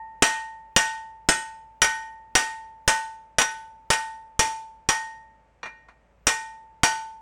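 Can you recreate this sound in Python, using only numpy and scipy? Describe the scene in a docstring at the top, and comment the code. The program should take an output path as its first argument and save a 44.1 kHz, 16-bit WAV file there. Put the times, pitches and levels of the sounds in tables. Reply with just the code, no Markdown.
"""A small workshop at one close microphone, with soft air noise, a distant hum and a steel bar still ringing.
A hammer strikes the flat bar, held by hand on a pipe end in a vice, ten times at about two blows a second.
Noise bursts make the bench thump and the steel chatter; decaying sines make the pings and the long ring.
After the ten blows the bar is laid back on the pipe with a clack and a clink, then struck twice more."""
import sys
import numpy as np
from scipy import signal
from scipy.fft import rfft, irfft, next_fast_len
from scipy.io import wavfile

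SR = 44100
rng = np.random.default_rng(int(sys.argv[2]) if len(sys.argv) > 2 else 0)


def store_pcm(level_fs):
    """Save levels as 16-bit WAV."""
    pcm = np.round(np.clip(level_fs, -1, 1) * 32767).astype(np.int16)
    wavfile.write(sys.argv[1], SR, np.atleast_2d(pcm).T)


N = 317961  # samples, about 7.2 s


def amp(db):
    """Decibels to gain."""
    return 10 ** (np.asarray(db) / 20)


def unit(x):
    """Scale to rms 1."""
    return x / np.sqrt(np.mean(x ** 2) + 1e-20)


def between(ends, share):
    """The value a share (0-1) of the way from one end to the other."""
    return np.interp(share, (0, 1), ends)


def along(points, hz):
    """Read a curve of (pitch_hz, value) points on a log-frequency axis."""
    point_hz, values = np.transpose(points)
    return np.interp(np.log(hz + 1), np.log(point_hz + 1), values)


def filtered(x, response):
    """Multiply the spectrum of x by a gain that depends on frequency."""
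    size = next_fast_len(len(x) + SR // 4)  # padded so the end does not wrap round
    hz = np.fft.rfftfreq(size, 1 / SR)
    return irfft(rfft(x, size) * response(hz), size)[:len(x)]


def noise(spectrum, size, bright_db=0, corner_hz=4500):
    """Coloured noise of rms 1, its treble raised or lowered by a shelf."""
    def response(hz):
        shelf_db = bright_db * hz ** 4 / (hz ** 4 + corner_hz ** 4)
        return amp(along(spectrum, hz) + shelf_db)
    return unit(filtered(rng.standard_normal(size), response))


def fade(t, t60):
    """Exponential decay, 60 dB down at t60 seconds."""
    return np.exp(-np.log(1000) * t / t60)


def sine(hz, t):
    """A tone of rms 1 at a random phase."""
    return np.sqrt(2) * np.sin(2 * np.pi * (hz * t + rng.random()))


def modes(table, t, scatter_db=2, contact_s=0.00074):
    """Damped modes, struck at new strengths each time; a longer contact softens their start."""
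    ring = np.zeros(len(t))
    for hz, level_db, t60 in table:
        strength_db = level_db + scatter_db * rng.standard_normal()
        ring += amp(strength_db) * sine(hz, t) * fade(t, t60)
    return ring * (1 - np.exp(-t / contact_s))


def add(track, start_s, sound):
    """Mix a sound into the track from start_s, cut at the track's end."""
    part = track[round(start_s * SR):][:len(sound)]
    part += sound[:len(part)]


# decay of the cluttered room: pitch_hz, t60_s
WALLS = [(100, 0.4), (400, 0.27), (1500, 0.41), (3500, .44), (6000, 0.4), (10000, 0.41), (12000, 0.33),
         (15000, 0.3)]


def workshop(x, wet_db, build_s=0.0023):
    """A sound plus the room's answer: noise that swells in a few ms and decays at a rate set by pitch."""
    hz, t, cells = signal.stft(rng.standard_normal(SR * 3 // 4), SR, nperseg=256)
    decaying = cells * fade(t, along(WALLS, hz)[:, None])
    tail = signal.istft(decaying, SR, nperseg=256)[1]
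    tail *= 1 - np.exp(-(np.arange(len(tail)) / SR / build_s) ** 2)
    reverb = signal.fftconvolve(x, tail / np.linalg.norm(tail))[:len(x)]
    return x + amp(wet_db) * reverb


# air of the quiet shop, relative density: pitch_hz, level_db
AIR = [(20, -17), (45, 1), (110, -3), (200, -5), (330, -12), (600, -6.5), (1300, -15.5), (2400, -19.5),
       (4000, -33.5), (8000, -35), (11000, -50.5), (15000, -60)]
# a distant machine: pitch_hz, level_db
HUM = [(53.8, -66), (506, -81), (565.2, -78)]


def room_tone(air_db=-63.5):
    """Shaped noise for the air and steady sines for the distant machine."""
    t = np.arange(N) / SR
    hum = sum(amp(level_db) * sine(hz, t) for hz, level_db in HUM)
    return amp(air_db) * noise(AIR, N) + hum


def long_note(t, hz, level_db, t60, swell_s=0.0021):
    """One long note of the bar, swelling as the hammer leaves it, then decaying exponentially."""
    return amp(level_db) * sine(hz, t) * fade(t, t60) * (1 - np.exp(-t / swell_s))


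# the bar's low, middle and high long notes: pitch_hz
RING_HZ = [887.3, 1496.5, 1857.3]


def lingering_ring():
    """The bar still sings from an earlier blow: its low and high notes decay from the start."""
    t = np.arange(N) / SR
    return long_note(t, RING_HZ[0], -37.0, 1.0) + long_note(t, RING_HZ[2], -49.5, 0.83)


# the bar is laid back on the pipe and settles, relative: start_s, clack_level_db, clink_level_db
SET_DOWN = [(5.6305, -41, -39), (5.657, -40.5, -46), (5.885, -54, -66.5)]
# dull noise of the slow contact, relative density: pitch_hz, level_db
CLACK = [(100, -9), (450, -4.5), (1000, 4), (2400, 0), (3100, -15), (4200, -13), (5000, -22.5), (6500, -22),
         (9000, -30), (15000, -59)]
# modes of bar and pipe touching lightly, relative: pitch_hz, level_db, t60_s
CLINK = [(482, -8, .2), (888, -12, .9), (1190, -7, .15), (1496, -12, .38), (1858, -3, .6), (2393, 0, .29),
         (2810, -13, .2), (3445, -4, .07), (3919, -8, .06), (4290, -7, .05), (4474, -13, .07),
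         (5776, -8, .12), (6471, -15, .1)]


def set_down(clack_gain_db=8, contact_s=0.0004):
    """The bar meets the pipe slowly: a dull clack of noise and a clink of damped modes."""
    track, t = np.zeros(N), np.arange(SR) / SR
    envelope = fade(t, .12) * (1 - np.exp(-t / contact_s))
    for start_s, clack_db, clink_db in SET_DOWN:
        clack = amp(clack_db + clack_gain_db) * noise(CLACK, len(t)) * envelope
        clink = amp(clink_db) * modes(CLINK, t, scatter_db=3.5, contact_s=contact_s)
        add(track, start_s, workshop(clack + clink, wet_db=-14.0))
    return track


def crowded(x, ripple_db=4):
    """The crowded resonances of vice and pipe: every contact picks out a different set."""
    knots_hz = np.arange(0, SR / 2, 70)
    strengths_db = ripple_db * rng.standard_normal(len(knots_hz))
    return unit(filtered(x, lambda hz: amp(np.interp(hz, knots_hz, strengths_db))))


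# steel on steel, relative density: pitch_hz, level_db
CLASH = [(30, -9.5), (150, -11.5), (350, -4.5), (550, 0.5), (1100, 2.5), (2000, 2), (3000, 2), (4000, -6),
         (6000, -1.5), (8700, -5.5), (10300, -12), (11400, -29.5), (14000, -19.5), (15700, -37.5)]


def clash(t, bright_db, crack_db=13, crack_t60=0.076, chatter_db=11, chatter_t60=0.19):
    """A hard crack of noise, with the loose steel faces chattering through crowded resonances."""
    crack = amp(crack_db) * fade(t, crack_t60) * noise(CLASH, len(t), bright_db)
    chatter_noise = crowded(noise(CLASH, len(t), bright_db))
    return crack + amp(chatter_db) * fade(t, chatter_t60) * chatter_noise


# the shorter modes of bar, pipe and vice, relative: pitch_hz, level_db, t60_s
STEEL = [(372, -33, .7), (490, -5, .1), (545, -5, .1), (680, -9, .12), (1195, -10, .15), (1335, -5, .09),
         (1817, -11, .3), (2081, -7, .2), (2394, -5, .22), (2430, -6, .25), (2980, -1, .13),
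         (3162, -21, .4), (3348, -9, .12), (3460, -8, .1), (3647, -7, .16), (3802, -5, .1),
         (4290, -12, .15), (4498, -12, .22), (4694, -13, .17)]


def steel_modes(t):
    """Bar, pipe and vice ring together as damped modes."""
    return modes(STEEL, t)


# high pings of the hammer head landing square, relative: pitch_hz, level_db, t60_s
SQUARE = [(5738, 4, .08), (5765, 9, .13), (5790, -1, .25)]


def square_pings(t):
    """The hammer head's damped modes when its face lands flat."""
    return modes(SQUARE, t)


# the hammer falls back on the bar after a blow, relative: start_s, level_db
REBOUNDS = [(1.844, -30), (3.397, -31.5), (3.415, -27.5), (3.932, -32), (6.286, -33.5)]


def rebounds(bright_db=-1, steel_db=-7, ping_db=-6):
    """Light second contacts wake the same steel without the thump."""
    track, t = np.zeros(N), np.arange(SR) / SR
    for start_s, level_db in REBOUNDS:
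        contact = clash(t, bright_db, crack_db=13.5, chatter_db=6, chatter_t60=0.058)
        contact += amp(steel_db) * steel_modes(t) + amp(ping_db) * square_pings(t)
        add(track, start_s, amp(level_db) * workshop(contact, wet_db=-16.0))
    return track


# the bench under the vice, relative density: pitch_hz, level_db
THUMP = [(20, 1.5), (50, -3), (150, -2), (300, 5.5), (700, -1.5), (2000, -45.5), (8000, -96)]
# strength of the vice's push, relative: loose_grip_db, firm_grip_db
PUSH_DB = (5.5, 15.5)


def bench(t, grip, shudder_db, push_s=.0008, shudder_t60=0.05):
    """The vice gives one low push, stronger with a firm grip, and the bench shudders briefly."""
    u = t / push_s
    push = -amp(between(PUSH_DB, grip)) * u * np.exp(1 - u)  # one pulse, peaking at push_s
    return push + amp(shudder_db) * noise(THUMP, len(t)) * fade(t, shudder_t60)


# high pings of the hammer head landing tilted, relative: pitch_hz, level_db, t60_s
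GLANCING = [(5169, 12, .09), (6499, 9, .09), (7100, 6, .07), (7192, 8, .11), (8282, 12, .1), (8325, 5, .18),
            (8576, 5, .08)]
# the highest pings, relative: pitch_hz, level_db, t60_s
TOP_PING = [(10160, 4, .08), (10200, 8, .11), (13948, -14, .15), (14507, -13, .1)]
# gain of the highest pings: centre_db, edge_db
TOP_PING_DB = (-26, -1.5)


def pings(t, tilt, edge, glancing_db=-3):
    """Tilt shares the blow between square and glancing pings; the top ping grows towards the edge."""
    square = (1 - tilt) * square_pings(t)
    glancing = tilt * amp(glancing_db) * modes(GLANCING, t)
    top = amp(between(TOP_PING_DB, edge)) * modes(TOP_PING, t)
    return square + glancing + top


# a firm grip couples the bar to the vice: the low note is louder and dies sooner (loose, firm)
LOW_NOTE_DB, LOW_NOTE_T60_S = (-4.5, 5.5), (1.25, 0.7)
# a blow near the edge twists the bar and wakes its middle note (centre, edge)
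MIDDLE_NOTE_DB, MIDDLE_NOTE_T60_S = (-9.5, 8.5), .41
# strength of the high note, relative: loose_grip_db, firm_grip_db
HIGH_NOTE_DB = (3, 4.5)


def bar_notes(t, edge, grip, high_t60):
    """The bar's three long notes, set by where it is hit and how it is held."""
    low_hz, middle_hz, high_hz = RING_HZ
    low = long_note(t, low_hz, between(LOW_NOTE_DB, grip), between(LOW_NOTE_T60_S, grip))
    middle = long_note(t, middle_hz, between(MIDDLE_NOTE_DB, edge), MIDDLE_NOTE_T60_S)
    high = long_note(t, high_hz, between(HIGH_NOTE_DB, grip), high_t60)
    return low + middle + high


# treble shelf of the clash, brightest right over the pipe: centre_db, edge_db
BRIGHT_DB = (3, -1.5)
# hammer blows, levels relative: start_s, level_db, bench_shudder_db, hammer_face_tilt (0-1),
# distance_from_centre_line (0-1), grip_pressing_down (0-1), high_note_t60_s
BLOWS = [(0.2231, -23.5, 11, .4, .45, 0.12, .6), (0.7637, -24, 7.5, .22, .52, .28, 0.53),
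         (1.2877, -26, 15.5, .85, .62, 0.1, 0.46), (1.818, -25.5, -3, .15, .85, .1, 0.62),
         (2.3526, -24.5, 0.5, 0.1, .38, 0, 0.51), (2.8777, -26, 8.5, 0.5, 0.7, 0.9, 0.43),
         (3.3845, -27.5, 3.5, 0.2, 0.87, .28, 0.37), (3.9029, -27.5, 2.5, 0.3, 0.6, 0.6, 0.46),
         (4.3926, -27, -1, .25, .05, 0.9, .33), (4.8885, -28.5, 3, .25, 0.37, 0.7, .64),
         (6.2691, -27, 5, 0.4, .42, 0.2, 0.51), (6.8337, -25, 8.5, 0.2, 0.6, 0.7, 0.34)]


def hammer(steel_db=-1.5):
    """Full blows: clash, pings and steel modes fill the room, the bench thumps, the bar rings on."""
    track, t = np.zeros(N), np.arange(SR * 3 // 2) / SR
    for start_s, level_db, shudder_db, tilt, edge, grip, high_t60 in BLOWS:
        impact = clash(t, between(BRIGHT_DB, edge)) + amp(steel_db) * steel_modes(t)
        body = bench(t, grip, shudder_db) + bar_notes(t, edge, grip, high_t60)
        blow = workshop(impact, wet_db=-11)
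        blow += workshop(pings(t, tilt, edge), wet_db=-12.0)
        blow += workshop(body, wet_db=-21)
        add(track, start_s, amp(level_db) * blow)
    return track


def scene():
    """Everything at one close microphone."""
    return (room_tone() + lingering_ring() + set_down() + rebounds() + hammer())[None]


def limiter(x, threshold_db=-12.0, memory_s=.01):
    """Gain follows the recent power: the first crack slips through, the next few ms are held down."""
    keep = np.exp(-1 / (memory_s * SR))
    power = signal.lfilter([1 - keep], [1, -keep], x ** 2)
    return x / np.sqrt(1 + power / amp(threshold_db) ** 2)


def record(dry):
    """The recorder limits the blows, rounds off their peaks and keeps nothing above its band limit."""
    held = limiter(dry[0])
    rounded = held / (1 + (held / .9) ** 4) ** .25  # peaks stay within 0.9
    return filtered(rounded, lambda hz: hz < 15900)[None]


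dry = scene()
out = record(dry)
store_pcm(out)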